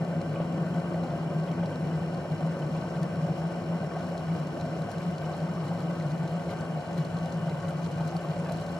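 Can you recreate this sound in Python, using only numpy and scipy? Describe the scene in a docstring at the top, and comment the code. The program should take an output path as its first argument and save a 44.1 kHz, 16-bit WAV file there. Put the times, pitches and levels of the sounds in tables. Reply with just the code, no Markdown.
"""Glass kettle at a rolling boil

A glass kettle boils on a stone worktop, heard close by a mid-side pair of microphones.
Steam bubbles collapse on the heating plate: clumped clicks drive the jug's resonances as roar and fizz.
A low boom is narrow-band noise whose level beats by chance, its stronger moments placed by a table as a
tone of wandering pitch. Bubbles gulp as short rising sines, droplets pop as plinks with noisy edges, and
spray falls back as noise bursts. The walls return a blurred share of the collapses at the sides, and a
faint motor whine of steady sines comes from elsewhere in the kitchen."""
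import sys
import numpy as np
from scipy import signal
from scipy.fft import rfft, irfft, next_fast_len
from scipy.io import wavfile

SR = 44100
rng = np.random.default_rng(int(sys.argv[2]) if len(sys.argv) > 2 else 0)


def master(y):
    """Save y as 16-bit WAV."""
    cut = np.clip(np.atleast_2d(y).T, -1, 1)
    pcm = np.round(cut * 32767)  # scale
    wavfile.write(sys.argv[1], SR, pcm.astype(np.int16))


N = 387631   # length in samples
SIZE = next_fast_len(N + SR // 2)   # transform length, with room for filter tails
HZ = np.maximum(np.arange(SIZE // 2 + 1) * SR / SIZE, 1)   # frequency of every bin


def from_db(db):
    """Gain of a level in dB."""
    return 10 ** (np.asarray(db) / 20)


def rms_one(x):
    """Scale to rms 1."""
    return x / np.sqrt(np.mean(x ** 2) + 1e-20)


def add(out, start_s, sound):
    """Mix a short sound in at a given time."""
    i = round(start_s * SR)
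    out[i:i + len(sound)] += sound[:N - i]


def drift(rate):
    """Slow random curve with spread 1, changing about rate times a second."""
    step = 40   # samples between the points of the curve
    pole = np.exp(-2 * np.pi * rate * step / SR)
    noise = rng.standard_normal(N // step + 2002)
    slow = signal.lfilter([1], [1, -2 * pole, pole * pole], noise)[2000:]   # skip the settling
    return np.interp(np.arange(N) / step, np.arange(len(slow)), rms_one(slow))


def trend(start_db, db_per_s):
    """A level in dB that moves steadily."""
    return start_db + db_per_s * np.arange(N) / SR


def bump(centre_s, half_s):
    """A bell of height 1 around a given time."""
    return np.exp(-.5 * ((np.arange(N) / SR - centre_s) / half_s) ** 2)


def over_hz(points):
    """A spectrum table read at every bin, straight between points on a log frequency axis."""
    hz, value = np.transpose(points)
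    return np.interp(np.log(HZ), np.log(hz), value)


def rises(modes):
    """Bell-shaped lift (or dip) in dB around each resonance."""
    return sum(db / (1 + (2 * (HZ - hz) / width) ** 2) for hz, width, db in modes)


def colour(x, gain_db):
    """Causal (minimum-phase) filter with the given dB at every bin."""
    cepstrum = irfft(gain_db * np.log(10) / 20, SIZE)
    # folding the cepstrum forward in time makes the response causal
    cepstrum[1:SIZE // 2] *= 2
    cepstrum[SIZE // 2 + 1:] = 0
    return irfft(rfft(x, SIZE) * np.exp(rfft(cepstrum)), SIZE)[..., :N]


def bandpass(x, order, low_hz, high_hz):
    """Butterworth band."""
    return signal.sosfilt(signal.butter(order, [low_hz, high_hz], "band", fs=SR, output="sos"), x)


def collapses(per_s, spread_db, clump_db, hiss_db):
    """Random clicks of uneven size that come in clumps, over the blur of countless small ones."""
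    signs = rng.choice([-1, 1], N)
    sizes = from_db(spread_db * np.minimum(rng.exponential(1, N), 3.5)) * signs
    born = rng.random(N) < per_s / SR
    clump = from_db(clump_db * (drift(9.2) + drift(41)))
    clicks = rms_one(sizes * born * clump)
    return rms_one(clicks + from_db(hiss_db) * rng.standard_normal(N))


# Resonances of jug, water and lid: centre_hz, width_hz, rise_db
JUG_MODES = [(104.3, 13, 6.5), (200, 28, 7), (247.4, 16.4, 7.5), (339.6, 24, 7), (557, 42.4, 7.5),
             (693, 84, 7), (904, 23, 3.5), (1036, 24, 4), (1111, 22, 8.5), (1146, 16, 5.5), (1262, 25, 5),
             (1521, 160, 10.5), (1562, 12, 4.5), (1700, 100, -6.5), (1790, 59, 8), (2008, 40, 6.5),
             (2290, 140, 4.5), (2404, 30, 6), (2935, 40, 6.5), (2986, 150, 5), (3237, 36, 8.5),
             (3620, 250, -2.5), (4165, 380, 6.5), (7490, 370, 5)]


def jug():
    """Lift in dB that the resonances of jug, water and lid give to a sound passing through them."""
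    return rises(JUG_MODES)


def pitch_wander():
    """Reading positions a little fast or slow: roar and wall sound wander slightly in pitch together."""
    stray = 0.003 * drift(rate=2.5)   # spread of the wander, as a share of the pitch
    return np.arange(N) + np.cumsum(stray - stray.mean())


def patchy(x, edges_hz, patch_db, rate):
    """Each band surges and sags on its own, as streams of bubbles of one size come and go."""
    spectrum, out = rfft(x, SIZE), x.copy()
    even_power_db = np.log(10) / 20 * patch_db ** 2   # holds the mean power of a band where it was
    for low, high in zip(edges_hz, edges_hz[1:]):
        bell = 1 / (1 + ((HZ ** 2 - low * high) / (HZ * (high - low))) ** 4)
        band = irfft(spectrum * bell, SIZE)[:N]
        out += band * (from_db(patch_db * drift(rate) - even_power_db) - 1)
    return out


# Roar spectrum before the jug, relative: pitch_hz, level_db (per Hz)
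ROAR_SPECTRUM = [(30, -34.5), (50, -30), (70, -10), (130, -6), (220, -10), (420, -10), (620, -9.5),
                 (850, -15), (1400, -24), (1700, -28.5), (2600, -37), (5000, -52)]


def rumble(plate, positions):
    """Collapses on the plate drive the jug into a patchy roar whose lows thin as the boil ripens."""
    roar = rms_one(colour(plate, over_hz(ROAR_SPECTRUM) + jug()))
    roar = np.interp(positions, np.arange(N), roar)
    roar = patchy(roar, np.geomspace(450, 3600, 10), patch_db=1.07, rate=15.5)
    deep_band = 1 / (1 + (HZ / 440) ** 6) / (1 + (190 / HZ) ** 6)
    deep = irfft(rfft(roar, SIZE) * deep_band, SIZE)[:N]
    deep_gain = from_db(trend(start_db=-33, db_per_s=-0.71))
    rest_gain = from_db(trend(start_db=-37, db_per_s=0.074))
    return deep_gain * deep + rest_gain * (roar - deep)


# Fizz spectrum before the jug, relative: pitch_hz, level_db (per Hz)
FIZZ_SPECTRUM = [(800, -15), (2000, 2.5), (3500, -3.5), (5000, -2), (6500, -6), (8500, -8.5), (11500, -16),
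                 (13500, -35)]


def fizz():
    """Finer, denser collapses sizzle through the jug, growing slowly."""
    fine = collapses(per_s=5400, spread_db=9.0, clump_db=0.5, hiss_db=2.5)
    gain = from_db(trend(start_db=-60.5, db_per_s=0.12))
    return gain * rms_one(colour(fine, over_hz(FIZZ_SPECTRUM) + jug()))


# The two neighbouring low bands of the boom: centre_hz, width_hz, level_db (relative)
BOOM_BANDS = [(153.94, 18, -0.5), (171.05, 12.2, 1.5)]
# Stronger moments of the boom: start_s, length_s (both before the overhang), level_db (before CREST_DB)
STRONG_MOMENTS = [(0.004, 0.034, -24), (0.242, 0.043, -36), (0.291, 0.055, -28), (0.404, 0.034, -24.5),
                  (0.498, 0.094, -29.5), (0.597, 0.046, -24.5), (0.702, 0.035, -29), (0.747, 0.058, -25.5),
                  (0.909, 0.095, -30.5), (0.963, 0.11, -29), (1.197, 0.034, -29), (1.255, 0.034, -27),
                  (1.335, 0.12, -27), (1.484, 0.053, -26.5), (1.563, 0.11, -27), (1.788, 0.04, -28),
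                  (1.868, 0.17, -28), (2.016, 0.048, -28), (2.122, 0.053, -29), (2.304, 0.057, -25.5),
                  (2.383, 0.17, -26), (2.61, 0.058, -29.5), (2.71, 0.05, -28), (2.832, 0.04, -28.5),
                  (2.966, 0.026, -25.5), (3.008, 0.037, -24), (3.098, 0.046, -28.5), (3.172, 0.04, -25.5),
                  (3.215, 0.05, -22.5), (3.3, 0.024, -23), (3.434, 0.057, -27), (3.665, 0.13, -27),
                  (3.814, 0.017, -29), (4.279, 0.083, -24.5), (4.417, 0.031, -29), (4.628, 0.025, -28.5),
                  (4.797, 0.053, -26.5), (5.052, 0.067, -26), (5.414, 0.052, -25.5), (5.483, 0.041, -27),
                  (5.555, 0.081, -29.5), (5.827, 0.033, -29), (5.885, 0.036, -27), (5.974, 0.072, -28.5),
                  (6.044, 0.035, -26), (6.194, 0.041, -27.5), (6.338, 0.058, -27.5), (6.694, 0.025, -27),
                  (6.757, 0.048, -28), (6.98, 0.053, -23), (7.138, 0.034, -28.5), (7.195, 0.09, -27.5),
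                  (7.325, 0.097, -29), (7.418, 0.03, -27), (7.47, 0.027, -25.5), (7.521, 0.032, -28),
                  (7.66, 0.062, -28.5), (7.743, 0.036, -28.5), (7.818, 0.083, -26.5), (8, 0.028, -25),
                  (8.047, 0.047, -28), (8.14, 0.042, -25.5), (8.288, 0.03, -25.5), (8.53, 0.066, -31)]
CREST_DB, OVERHANG_S = -1, 0.0072   # crest over a moment's level; extra time at either end


def boom():
    """Narrow-band noise beats by chance; a table places its stronger moments as a tone of random pitch."""
    sharp = sum(from_db(db) / (1 + (2 * (HZ - hz) / width) ** 4) for hz, width, db in BOOM_BANDS)
    noise = rms_one(irfft(rfft(rng.standard_normal(SIZE)) * sharp, SIZE))[:N]
    low, high = BOOM_BANDS[0][0], BOOM_BANDS[1][0]
    # the pitch wanders at random between the two band centres
    pitch_hz = (low + high) / 2 + 0.5 * (high - low) * np.tanh(drift(rate=9.03))
    tone = np.sqrt(2) * np.sin(2 * np.pi * np.cumsum(pitch_hz) / SR)
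    tone_share, tone_level = np.zeros(N), np.zeros(N)
    for start_s, length_s, db in STRONG_MOMENTS:
        start = max(start_s - OVERHANG_S, 0)
        end = start_s + length_s + OVERHANG_S
        arch = np.hanning(round((end - start) * SR)) ** 0.65
        add(tone_share, start, arch)
        add(tone_level, start, arch * from_db(db + CREST_DB))
    noise_gain = from_db(trend(start_db=-33.5, db_per_s=-0.24))
    noise_gain = noise_gain * (1 - 0.66 * np.minimum(tone_share, 1))   # noise makes room for the tone
    return noise_gain * noise + tone_level * tone


# Loudest bubbles: start_s, level_db (before onset and decay), pitch_hz (at the start of the rise)
LOUD_GULPS = [(0.137, -28, 557), (0.401, -24, 530), (0.575, -39, 563), (0.66, -32.5, 574),
              (0.944, -26, 557), (1.036, -31, 660), (1.593, -33, 700), (1.634, -27.5, 534),
              (1.884, -32, 646), (2.02, -31, 700), (2.058, -32, 514), (2.252, -28.5, 530),
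              (2.411, -32.5, 666), (2.841, -30, 710), (2.919, -31, 578), (3.036, -32, 615),
              (3.228, -32, 525), (3.287, -27, 540), (3.573, -34, 583), (3.831, -27, 650), (3.966, -27, 650),
              (4.006, -27, 573), (4.039, -30, 650), (4.151, -26, 556), (4.286, -34, 650),
              (4.567, -27.5, 545), (4.601, -30, 670), (4.733, -31, 545), (4.888, -26, 630),
              (5.295, -31, 640), (5.343, -31, 700), (5.417, -30, 556), (5.714, -29, 767), (5.809, -35, 700),
              (5.865, -33, 670), (5.902, -33, 650), (6.35, -29, 530), (6.537, -35, 574), (7.486, -32, 720),
              (7.515, -30, 560), (7.62, -42, 557), (7.646, -30, 530), (8.008, -30, 795), (8.086, -34, 540),
              (8.124, -26.5, 655), (8.151, -28, 686), (8.365, -28.5, 530), (8.421, -35, 563),
              (8.511, -30, 524), (8.763, -27, 586)]
KNOCK_DB, KNOCK_S = -15, 0.0053   # jolt of the jug under each loud bubble, before its band; decay


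def small_gulps(per_s, level_db):
    """Small bubbles rise at random in flocks, a few much larger than the rest."""
    flock_db = 4.0 * drift(rate=16)
    draws = rng.random((round(per_s * N / SR), 3))
    bubbles = []
    for when, pitch, size in draws:
        size_db = -3.0 * np.log(size + 0.039)
        db = level_db + flock_db[int(when * N)] + size_db
        bubbles.append((when * N / SR, db, 450 * 8 ** pitch))
    return bubbles


def gulp(level_db, hz, cycles, rise):
    """A bubble rings a few cycles, its pitch rising as it nears the surface."""
    turns = np.arange(round(4 * cycles * SR / hz)) * hz / SR
    shape = (1 - np.exp(-turns / 0.14)) * np.exp(-turns / cycles)
    return from_db(level_db) * shape * np.sin(2 * np.pi * turns * (1 + rise * turns / cycles))


def gulps(small_per_s, small_db, cycles, rise):
    """Loud bubbles gulp in the open and jolt the jug; small ones are heard through the jug."""
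    loud, faint, jolt = np.zeros(N), np.zeros(N), np.zeros(N)
    fading = np.exp(-np.arange(1500) / (KNOCK_S * SR))
    for start_s, db, hz in LOUD_GULPS:
        add(loud, start_s, gulp(db, hz, cycles, rise))
        add(jolt, start_s, from_db(db + KNOCK_DB) * fading * rng.standard_normal(1500))
    for start_s, db, hz in small_gulps(small_per_s, small_db):
        # the higher the pitch, the more cycles and the weaker the ring
        more_cycles = cycles * (hz / 600) ** 0.68
        weaker_db = db - 6.0 * np.log2(hz / 600)
        add(faint, start_s, gulp(weaker_db, hz, more_cycles, rise=0.015))
    jolt = bandpass(jolt, 2, 800, 2400)
    return loud + colour(faint + jolt, jug())


def splash_bursts(per_s, spread_db, decay_s, shared):
    """Noise bursts in six bands that start fast and die away; one noise for the front, one for the walls."""
    edges_hz, out = np.geomspace(1500, 15600, 7), 0
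    fall = np.exp(-1 / (decay_s * SR))
    onset_and_decay = np.convolve([1, -fall], [1, -fall ** 12])
    busy = from_db(1.4 * drift(8))
    everywhere = rng.random(N) < shared * per_s * busy / SR   # these sound in all bands at once
    size = from_db(spread_db * np.minimum(rng.exponential(1, N), 3))
    for low, high in zip(edges_hz, edges_hz[1:]):
        here = rng.random(N) < (1 - shared) * per_s * busy / SR
        strength = size * (everywhere | here) * from_db(rng.normal(0, 0.73, N))
        burst = signal.lfilter([1], onset_and_decay, strength + 1e-18)
        out = out + bandpass(burst * rng.standard_normal((2, N)), 2, low, high)
    return out


# Spray spectrum on top of its bands, relative: pitch_hz, level_db
SPLASH_SPECTRUM = [(1500, -5), (2500, -3.5), (4000, 3), (6000, -0.5), (9000, -8), (12000, -9.5),
                   (14000, -9)]
# Gusts of spray: centre_s, rise_db
GUSTS = [(3.039, 3), (3.278, 6), (4.39, 6), (4.915, 9), (5.221, 6), (6.515, 7.5), (6.604, 8), (6.988, 8),
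         (7.178, 2), (7.262, 3), (7.328, 8), (7.696, 7), (7.849, 6), (8.087, 5), (8.399, 5), (8.526, 6),
         (8.655, 2)]


def spray():
    """Spray falls back through the jug's resonances in gusts, growing as the boil ripens."""
    bursts = splash_bursts(per_s=340, spread_db=1.5, decay_s=0.0037, shared=0.18)
    gusts_db = sum(db * bump(s, half_s=0.011) for s, db in GUSTS)
    level_db = trend(start_db=-66.5, db_per_s=0.61) + 1.5 * drift(3.2) + gusts_db
    return from_db(level_db) * rms_one(colour(bursts, over_hz(SPLASH_SPECTRUM) + jug()))


def small_pops(per_s):
    """Small droplets pop at random, thicker as the boil ripens, around two ring pitches."""
    draws = rng.random((round(per_s * N / SR), 4))
    drops = []
    for when, loudness, which, detune in draws:
        hz = (4080 if which > .4 else 3000) * (1 + 0.24 * (detune - .5))
        drops.append((when ** 0.7 * N / SR, -52 + 6 * (loudness - .5), -17, hz))
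    return drops


# Loudest droplet pops: start_s, level_db (of the plink before onset and decay),
# edge_db (over that level, before EDGE_LIFT_DB and its band), pitch_hz
LOUD_POPS = [(0.048, -43, -21, 4200), (0.215, -40, -24.5, 4150), (1.0355, -43, -20.5, 4130),
             (1.659, -41, -21, 4080), (1.5145, -42, -19, 3000), (1.7569, -42, -19, 4100),
             (2.1445, -43, -20, 4360), (3.0303, -37, -8, 4500), (4.178, -38.5, -23, 4270),
             (4.3355, -53, -4, 5600), (4.4706, -41, -20, 4200), (4.5745, -42, -14, 2920),
             (4.598, -41, -19.5, 4140), (4.611, -37.5, -26, 4070), (4.819, -40, -18.5, 4100),
             (4.9152, -42, -3, 4070), (4.9813, -38.5, -19, 4100), (5.1098, -45, -4, 4150),
             (5.1821, -39, -20.5, 4290), (5.679, -42, -22, 4100), (5.8042, -41, -12, 4210),
             (5.9988, -41.5, -17, 4120), (6.117, -42, -16, 4400), (6.276, -41, -15, 4070),
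             (6.5021, -40, -24, 3080), (6.6089, -41, -18.5, 4330), (6.9446, -52, 0, 6000),
             (6.9775, -50, -1, 6000), (7.048, -40, -18, 4250), (7.168, -43, -18, 4170),
             (7.187, -42, -18, 4250), (7.229, -44, -16, 4190), (7.2583, -42, -12, 3600),
             (7.323, -44, -16, 5700), (7.4724, -46, -19, 3070), (7.496, -39.5, -24, 4000),
             (7.9154, -41, -11, 2900), (7.9818, -45, -15, 4040), (8.0765, -48, 0, 6000),
             (8.166, -35.5, -11, 4370), (8.496, -40, -11.5, 4080), (8.521, -37.5, -3, 4060),
             (8.598, -43, -16, 3100), (8.664, -41, -14.5, 4080)]
CRACKLE_DB, EDGE_LIFT_DB = -3, 0.5   # crackle over the plink, before its band; lift of every edge


def pops(decay_s, edge_s, ring_s):
    """Each droplet plinks at a pitch of its own, with a short crackle and a brighter edge."""
    plink, crackle, edge, t = np.zeros(N), np.zeros(N), np.zeros(N), np.arange(800) / SR
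    ring_shape = (1 - np.exp(-t / 0.00083)) * np.exp(-t / ring_s)
    for start_s, db, edge_db, hz in LOUD_POPS + small_pops(per_s=25):
        crackle_noise, edge_noise = rng.standard_normal((2, 800))
        add(plink, start_s, from_db(db) * ring_shape * np.sin(2 * np.pi * hz * t))
        add(crackle, start_s, from_db(db + CRACKLE_DB) * crackle_noise * np.exp(-t / decay_s))
        add(edge, start_s, from_db(db + edge_db + EDGE_LIFT_DB) * edge_noise * np.exp(-t / edge_s))
    return plink + bandpass(crackle, 2, 2600, 6500) + bandpass(edge, 1, 6500, 11000)


# Difference between left and right: pitch_hz, left_over_right_db
LEFT_LEAN = [(60, -3), (130, 1.5), (280, 1), (600, -2), (1290, 3), (2780, -0.5), (5990, 6.5), (12900, 3)]
LEFT_LEAD_S = .000012   # how much earlier the middle sound reaches the left


def lean_left(mid):
    """A source left of centre leaks into the side signal, and reaches the left a little early."""
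    level_lean = np.tanh(over_hz(LEFT_LEAN) * np.log(10) / 40)   # side over mid for that left over right
    time_lean = 1j * np.tan(np.minimum(np.pi * HZ * LEFT_LEAD_S, .25))
    return irfft(rfft(mid, SIZE) * (level_lean + time_lean), SIZE)[:N]


# Sound from the walls before their resonances, relative: pitch_hz, level_db (per Hz)
WALL_SPECTRUM = [(18, -51), (30, -37), (122, -4), (162, -10.5), (339, -2.5), (405, -16), (550, 0),
                 (871, -14.5), (1070, -9), (2180, -19), (2820, -16), (3280, -27), (10900, -38),
                 (13400, -33.5)]
# Resonances in the sound from the walls: centre_hz, width_hz, rise_db
WALL_MODES = [(206, 13, 12), (250, 25, 5), (282, 20, 4.5), (342, 25, 3.5), (698, 68, 9.5), (1079, 42, 13),
              (1180, 60, -20), (2720, 150, 4), (2870, 140, 10.5), (4260, 400, -1)]


def walls(plate, positions):
    """The walls return part of the same collapses and a blur of older ones."""
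    older = collapses(per_s=3300, spread_db=5.5, clump_db=0.0, hiss_db=6.0)
    returned = colour(0.51 * plate + 0.94 * older, over_hz(WALL_SPECTRUM) + rises(WALL_MODES))
    return np.interp(positions, np.arange(N), from_db(-46.5) * rms_one(returned))


# Motor whine before its wavering: multiple (of WHINE_HZ), ahead_db, side_db
WHINE_TONES = [(16, -90, -74), (20, -90, -82), (42, -79, -92), (43, -85, -92), (48, -86, -90),
               (50, -79, -84), (51, -84, -92), (52, -76, -90), (53, -71, -90), (54, -83, -92),
               (55, -82, -90), (59, -87, -94)]
# Wavering of the whine: time_s, level_db
WHINE_LEVEL = [(0.0, -2.5), (2.9, 1), (5.58, 1), (6.36, -3.5), (7.3, -4.5), (8.79, 0)]
WHINE_HZ = 103.93   # rate of the motor


def whine(hiss_db):
    """Steady high multiples of a motor's rate, ahead and at the sides, with a band of hiss around them."""
    t = np.arange(N) / SR
    tones = 0
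    for multiple, ahead_db, side_db in WHINE_TONES:
        sine = np.sqrt(2) * np.sin(2 * np.pi * (multiple * WHINE_HZ * t + rng.random()))
        tones = tones + from_db([[ahead_db], [side_db]]) * sine
    hiss = rms_one(bandpass(rng.standard_normal((2, N)), 2, 5080, 5600))
    time_s, level_db = np.transpose(WHINE_LEVEL)
    return from_db(np.interp(t, time_s, level_db)) * (tones + from_db(hiss_db) * hiss)


def scene():
    """The kettle ahead, a little to the left, and its sound returned from the walls at the sides."""
    plate = collapses(per_s=1500, spread_db=3.0, clump_db=0.7, hiss_db=1.5)
    positions = pitch_wander()
    spray_ahead, spray_sides = spray()
    whine_ahead, whine_sides = whine(hiss_db=-76)
    mid = rumble(plate, positions) + fizz() + boom()
    mid += gulps(small_per_s=320, small_db=-51.0, cycles=4.14, rise=0.0726)
    mid += spray_ahead + pops(decay_s=0.004, edge_s=0.003, ring_s=0.0019) + whine_ahead
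    side = walls(plate, positions) + from_db(-2.5) * spray_sides + whine_sides + lean_left(mid)
    return np.array([mid + side, mid - side])


def record(dry):
    """The top is cut, lower in the middle than at the sides."""
    mid, side = (dry[0] + dry[1]) / 2, (dry[0] - dry[1]) / 2
    mid = signal.sosfilt(signal.cheby2(14, 50, 13550, fs=SR, output="sos"), mid)   # edge in Hz
    side = signal.sosfilt(signal.ellip(12, .5, 70, 15700, fs=SR, output="sos"), side)
    return np.array([mid + side, mid - side])


dry = scene()
out = record(dry)
master(out)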